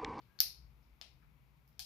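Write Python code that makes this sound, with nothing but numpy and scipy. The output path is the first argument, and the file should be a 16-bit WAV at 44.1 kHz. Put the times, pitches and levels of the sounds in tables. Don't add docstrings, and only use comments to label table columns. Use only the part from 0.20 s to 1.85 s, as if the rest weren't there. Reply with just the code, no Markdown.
import sys
import numpy as np
from scipy import signal
from scipy.fft import rfft, irfft
from scipy.io import wavfile
from scipy.ndimage import uniform_filter1d

SR = 44100
rng = np.random.default_rng(int(sys.argv[2]) if len(sys.argv) > 2 else 0)


def how_loud(loudness_db):
    steps = np.asarray(loudness_db, float) / 20
    return 10 ** steps


def master(y):
    cut = np.clip(np.atleast_2d(y).T, -1, 1)
    pcm = np.round(cut * 32767)
    wavfile.write(sys.argv[1], SR, pcm.astype(np.int16))


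N = 72765

SNAP_HZ = [750, 1500, 3000, 5500, 9000, 13000, 15500]
# (time [s], level [dB], seven colours at SNAP_HZ [dB], chatter [dB], can ring [dB], room tail [dB])
SNAPS = [(0.0185, -59.5, -6, 5, 18, 2.5, -20, -26, -19, -15, -10, 4),
         (0.1896, -27.5, 0, 13.5, 1.5, -2, -1, -13.5, -27, -3.5, -6.5, -13),
         (0.2034, -3, -10, -17.5, -13, -13.5, 2, -1, -4.5, 0.5, -9, 0),
         (0.2038, -1, -1.5, 1, -1.5, 0, -11.5, -21.5, -20, -9.5, -25, -1.5),
         (0.2044, -14.5, -3.5, 0.5, 0, -5.5, -1, 0, 0, -6, -26, -22),
         (.6295, -67, 0, -3.5, 5, 9, -16, -25, -25, -1, -18, 10.5),
         (.8135, -22, 16.5, 7, 8, -8.5, -5, -28.5, -26, 2.5, -29.5, 1),
         (1.0178, -61, 15, 33, 2, -15, -15, -25.5, -24.5, -14.5, -30, 16),
         (1.4772, -60, -1, -5.5, 1.5, 1.5, 8, 6, 16, 1, -30.5, 6.5),
         (1.5293, -64, 0, 7.5, 0, 3, 0, -23, -25, -8, -30, 4),
         (1.5808, -64.5, 5.5, -4.5, 20, 4, 2, -10, -17, -12, -35, -12),
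         (1.5940, -22.5, 3, 1.5, 7, -0.5, 10.5, -10, -5, 1, -36, 4),
         (1.5952, -24, 4, 10, 4, -4.5, 10, -4, -16, -8, -30, -5),
         (1.5995, -36, 4, 13, -1, 0, 10, -3, -12, -15, -8, -4),
         (1.6006, -34, 11, 6, -3, 3, 6, -10, -10, -4.5, 0, 1)]
# (frequency [Hz], relative level [dB], time to fall by 60 dB [s])
CAN_RINGS = [(746.6, -28, .08), (800, -28, .06), (1660, -25.5, 0.013), (4456, -22, 0.025), (4600, -23, .03),
             (4950, -24, .03)]
# (frequency [Hz], left [dB], right [dB])
MICS = [(198.1, -49, -57.5), (700, -25, -40), (1360, -24.5, -39.5), (2200, -21, -36), (3020, -15.5, -27.5),
        (3850, -7, -20.5), (4920, -1.5, -15.5), (5300, 4, -20.5), (6200, -8, -35.5), (7600, -17, -35),
        (8320, -28, -33.5), (10550, -20, -17), (11420, -16.5, -11), (13060, -16.5, -4.5),
        (13800, -13.5, -6.5), (15160, -22.5, -8), (17000, -38.5, -32)]
# (delay [s], left [dB], right [dB])
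ECHOES = [(.0006, -12, -12), (.0011, -15, -12), (.0016, -17, -14), (.0023, -18, -20), (.0071, -13, -10),
          (.0085, -16, -15), (.0104, -18, -17), (.0145, -21, -15)]
# (frequency [Hz], relative left [dB], relative right [dB], time to fall by 60 dB [s])
ROOM_TAIL = [(500, -30.5, -26, .3), (1413, -28, -24.5, 0.21), (2500, -26, -25.5, .32),
             (3610, -31, -28, .34), (4800, -32.5, -31, 0.35), (6230, -33.5, -22.5, 0.3),
             (8700, -32, -23, .27), (11000, -33, -29, 0.28), (13500, -30, -30.5, 0.17),
             (16000, -37.5, -35, .2)]
# (frequency [Hz], width [Hz], level before the swell [dB])
WHISTLE = (1620, 90, -81)
# (start [s], length [s])
WHISTLE_TIME = (.06, .13)
# (frequency [Hz], width [Hz], left minus right [dB], left-right likeness [-1 to 1])
HUM_BANDS = [(58.3, 19, 6, .9), (138, 48, 8.5, 0.76)]
# (time [s], lower band [dB], upper band [dB])
HUM_LEVELS = [(0.0, -80, -71), (0.064, -67, -69.5), (0.128, -80.5, -87), (0.288, -62, -68.5),
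              (0.34, -64, -74), (0.458, -57, -66.5), (0.642, -68.5, -78), (0.738, -60.5, -78),
              (0.776, -72.5, -75.5), (0.808, -69.5, -88.5), (0.946, -65.5, -68.5), (1.53, -71.5, -72.5),
              (1.626, -64, -73), (1.65, -73.5, -87)]
# (frequency [Hz], relative level per Hz [dB])
AIR_COLOUR = [(20, -24), (35, -12), (60, -6.5), (90, -10), (146, -7.5), (232, -13.5), (400, -20),
              (700, -22.5), (950, -19), (1300, -24), (1750, -28.5), (2250, -22.5), (3000, -30.5),
              (4500, -34.5), (6300, -37.5), (8600, -44.5), (10500, -36.5), (12000, -31.5), (15500, -32.5),
              (16200, -51)]
# (time [s], added level [dB])
AIR_LEVEL = [(0.0, 2), (1.65, 0)]
# (frequency [Hz], left minus right [dB])
AIR_LEAN = [(60, 3.5), (110, 6), (200, 8.5), (380, 5.5), (700, 4), (1290, 11.5), (2380, 11), (4400, 11),
            (8120, 0.5), (15000, 3)]
# (frequency [Hz], left-right likeness [-1 to 1])
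AIR_LIKENESS = [(60, 0.32), (180, 0.85), (550, 0.47), (1650, -0.09), (4970, 0.51), (15000, -0.081)]


def tab_snaps(size):
    hz = frequencies(size)
    ring, bright = can_ring(hz), chatter_colour(hz)
    near, far = 0, 0
    for s, db, *colour, chatter_db, ring_db, tail_db in SNAPS:
        colour_db = at_hz(np.transpose([SNAP_HZ, colour]), hz)
        impulse = how_loud(db) * causal(colour_db) * delay(hz, s)
        blow = impulse * (1 + how_loud(ring_db) * ring)
        chatter = bright * rfft(how_loud(chatter_db) * chatter_noise(), size)
        near = near + blow * (1 + chatter)
        blurred = np.sqrt(1 + how_loud(2 * chatter_db) * abs(bright) ** 2)
        far = far + how_loud(tail_db) * blow * blurred
    return near, far


def chatter_noise():
    hold_s, fade_s = .0014, .0002
    t = np.arange(256) / SR
    shape = np.exp(-np.maximum(t - hold_s, 0) / fade_s) / np.sqrt(hold_s * SR)
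    return shape * rng.standard_normal(len(t))


def chatter_colour(hz):
    corner_hz = 9000
    return (1j * hz / (corner_hz + 1j * hz)) ** 2 * 2


def can_ring(hz):
    one_sample = np.exp(-2j * np.pi * hz / SR)
    ring = 0
    for centre, db, t60 in CAN_RINGS:
        decay = how_loud(-60 / (t60 * SR))
        turn = 2 * np.pi * centre / SR
        below = 1 - 2 * decay * np.cos(turn) * one_sample + (decay * one_sample) ** 2
        ring = ring + how_loud(db) * np.sin(turn) * one_sample / below
    return ring


def room(size):
    hz = frequencies(size)
    early = 1
    for s, left_db, right_db in ECHOES:
        early = early + how_loud(np.array([[left_db], [right_db]])) * delay(hz, s)
    mics = np.array([causal(at_hz(MICS, hz, axis=k)) for k in (1, 2)])
    return early * mics, rfft(room_tail(), size) * mics


def room_tail():
    build_s = .006
    t = np.arange(SR // 2) / SR
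    hz = frequencies(len(t))
    white = rfft(rng.standard_normal((2, len(t))))
    centres = np.array(ROOM_TAIL)[:, 0]
    tail = 0
    for k, (_, left_db, right_db, t60) in enumerate(ROOM_TAIL):
        share = at_hz(np.transpose([centres, np.arange(len(centres)) == k]), hz)
        band = irfft(white * share, len(t))
        tail = tail + band * how_loud(np.array([[left_db], [right_db]]) - 60 * t / t60)
    return tail * (1 - np.exp(-(t / build_s) ** 2))


def whistle():
    (start, length), (centre, width, db) = WHISTLE_TIME, WHISTLE
    hz, t = frequencies(N), np.arange(N) / SR
    noise = pair(alike=0.56, lean_db=6.4)
    band = irfft(noise / (1 + (2 * (hz - centre) / width) ** 2), N)
    swell = np.sqrt(np.sin(np.pi * np.clip((t - start) / length, 0, 1)) + 1e-12)
    return how_loud(db) * rms_one(band) * swell


def hum():
    hz, out = frequencies(N), 0
    for (centre, width, lean_db, alike), db in zip(HUM_BANDS, in_time(HUM_LEVELS)):
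        band = irfft(pair(alike, lean_db) / (1 + (2 * (hz - centre) / width) ** 4), N)
        local_power = uniform_filter1d(band.mean(axis=0) ** 2, size=3000)
        swell = np.sqrt(local_power + .1 * np.mean(band ** 2))
        out = out + how_loud(db) * band / swell
    return out


def air():
    level_db = -74.5 + in_time(AIR_LEVEL)[0]
    hz = frequencies(N)
    noise = pair(at_hz(AIR_LIKENESS, hz), at_hz(AIR_LEAN, hz))
    coloured = irfft(noise * how_loud(at_hz(AIR_COLOUR, hz)), N)
    return how_loud(level_db) * rms_one(coloured)


def frequencies(size):
    return np.arange(size // 2 + 1) * SR / size


def delay(hz, s):
    return np.exp(-2j * np.pi * hz * s)


def in_time(rows):
    s, *columns = np.transpose(rows)
    return [np.interp(np.arange(N) / SR, s, c) for c in columns]


def at_hz(rows, hz, axis=1):
    rows = np.array(rows)
    return np.interp(np.log(np.maximum(hz, 1)), np.log(rows[:, 0]), rows[:, axis])


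def causal(db):
    c = irfft(db * np.log(10) / 20)
    c[1:len(c) // 2] *= 2
    c[len(c) // 2 + 1:] = 0
    return np.exp(rfft(c))


def pair(alike, lean_db):
    mid, side = rfft(rng.standard_normal((2, N)))
    alike = np.clip(alike, -1, 1)
    shared = np.sqrt(1 + alike) * mid
    opposed = np.sqrt(1 - alike) * side * [[1], [-1]]
    return (shared + opposed) * how_loud(lean_db * np.array([[.5], [-.5]]))


def rms_one(x):
    return x / np.sqrt(np.mean(x.mean(axis=0) ** 2) + 1e-20)


def scene():
    size = 2 ** 17
    near, far = tab_snaps(size)
    early, tail = room(size)
    snaps = irfft(near * early + far * tail, size)[:, :N]
    return how_loud(14.5) * snaps + whistle() + hum() + air()


def roll_off(x):
    return signal.sosfilt(signal.butter(12, 16620, fs=SR, output="sos"), x)


def record(dry):
    cutoff_hz = 16600
    low_pass = signal.cheby2(12, 70, cutoff_hz, fs=SR, output="sos")
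    mix = signal.sosfilt(low_pass, dry)
    return roll_off(mix)


dry = scene()
out = record(dry)
master(out)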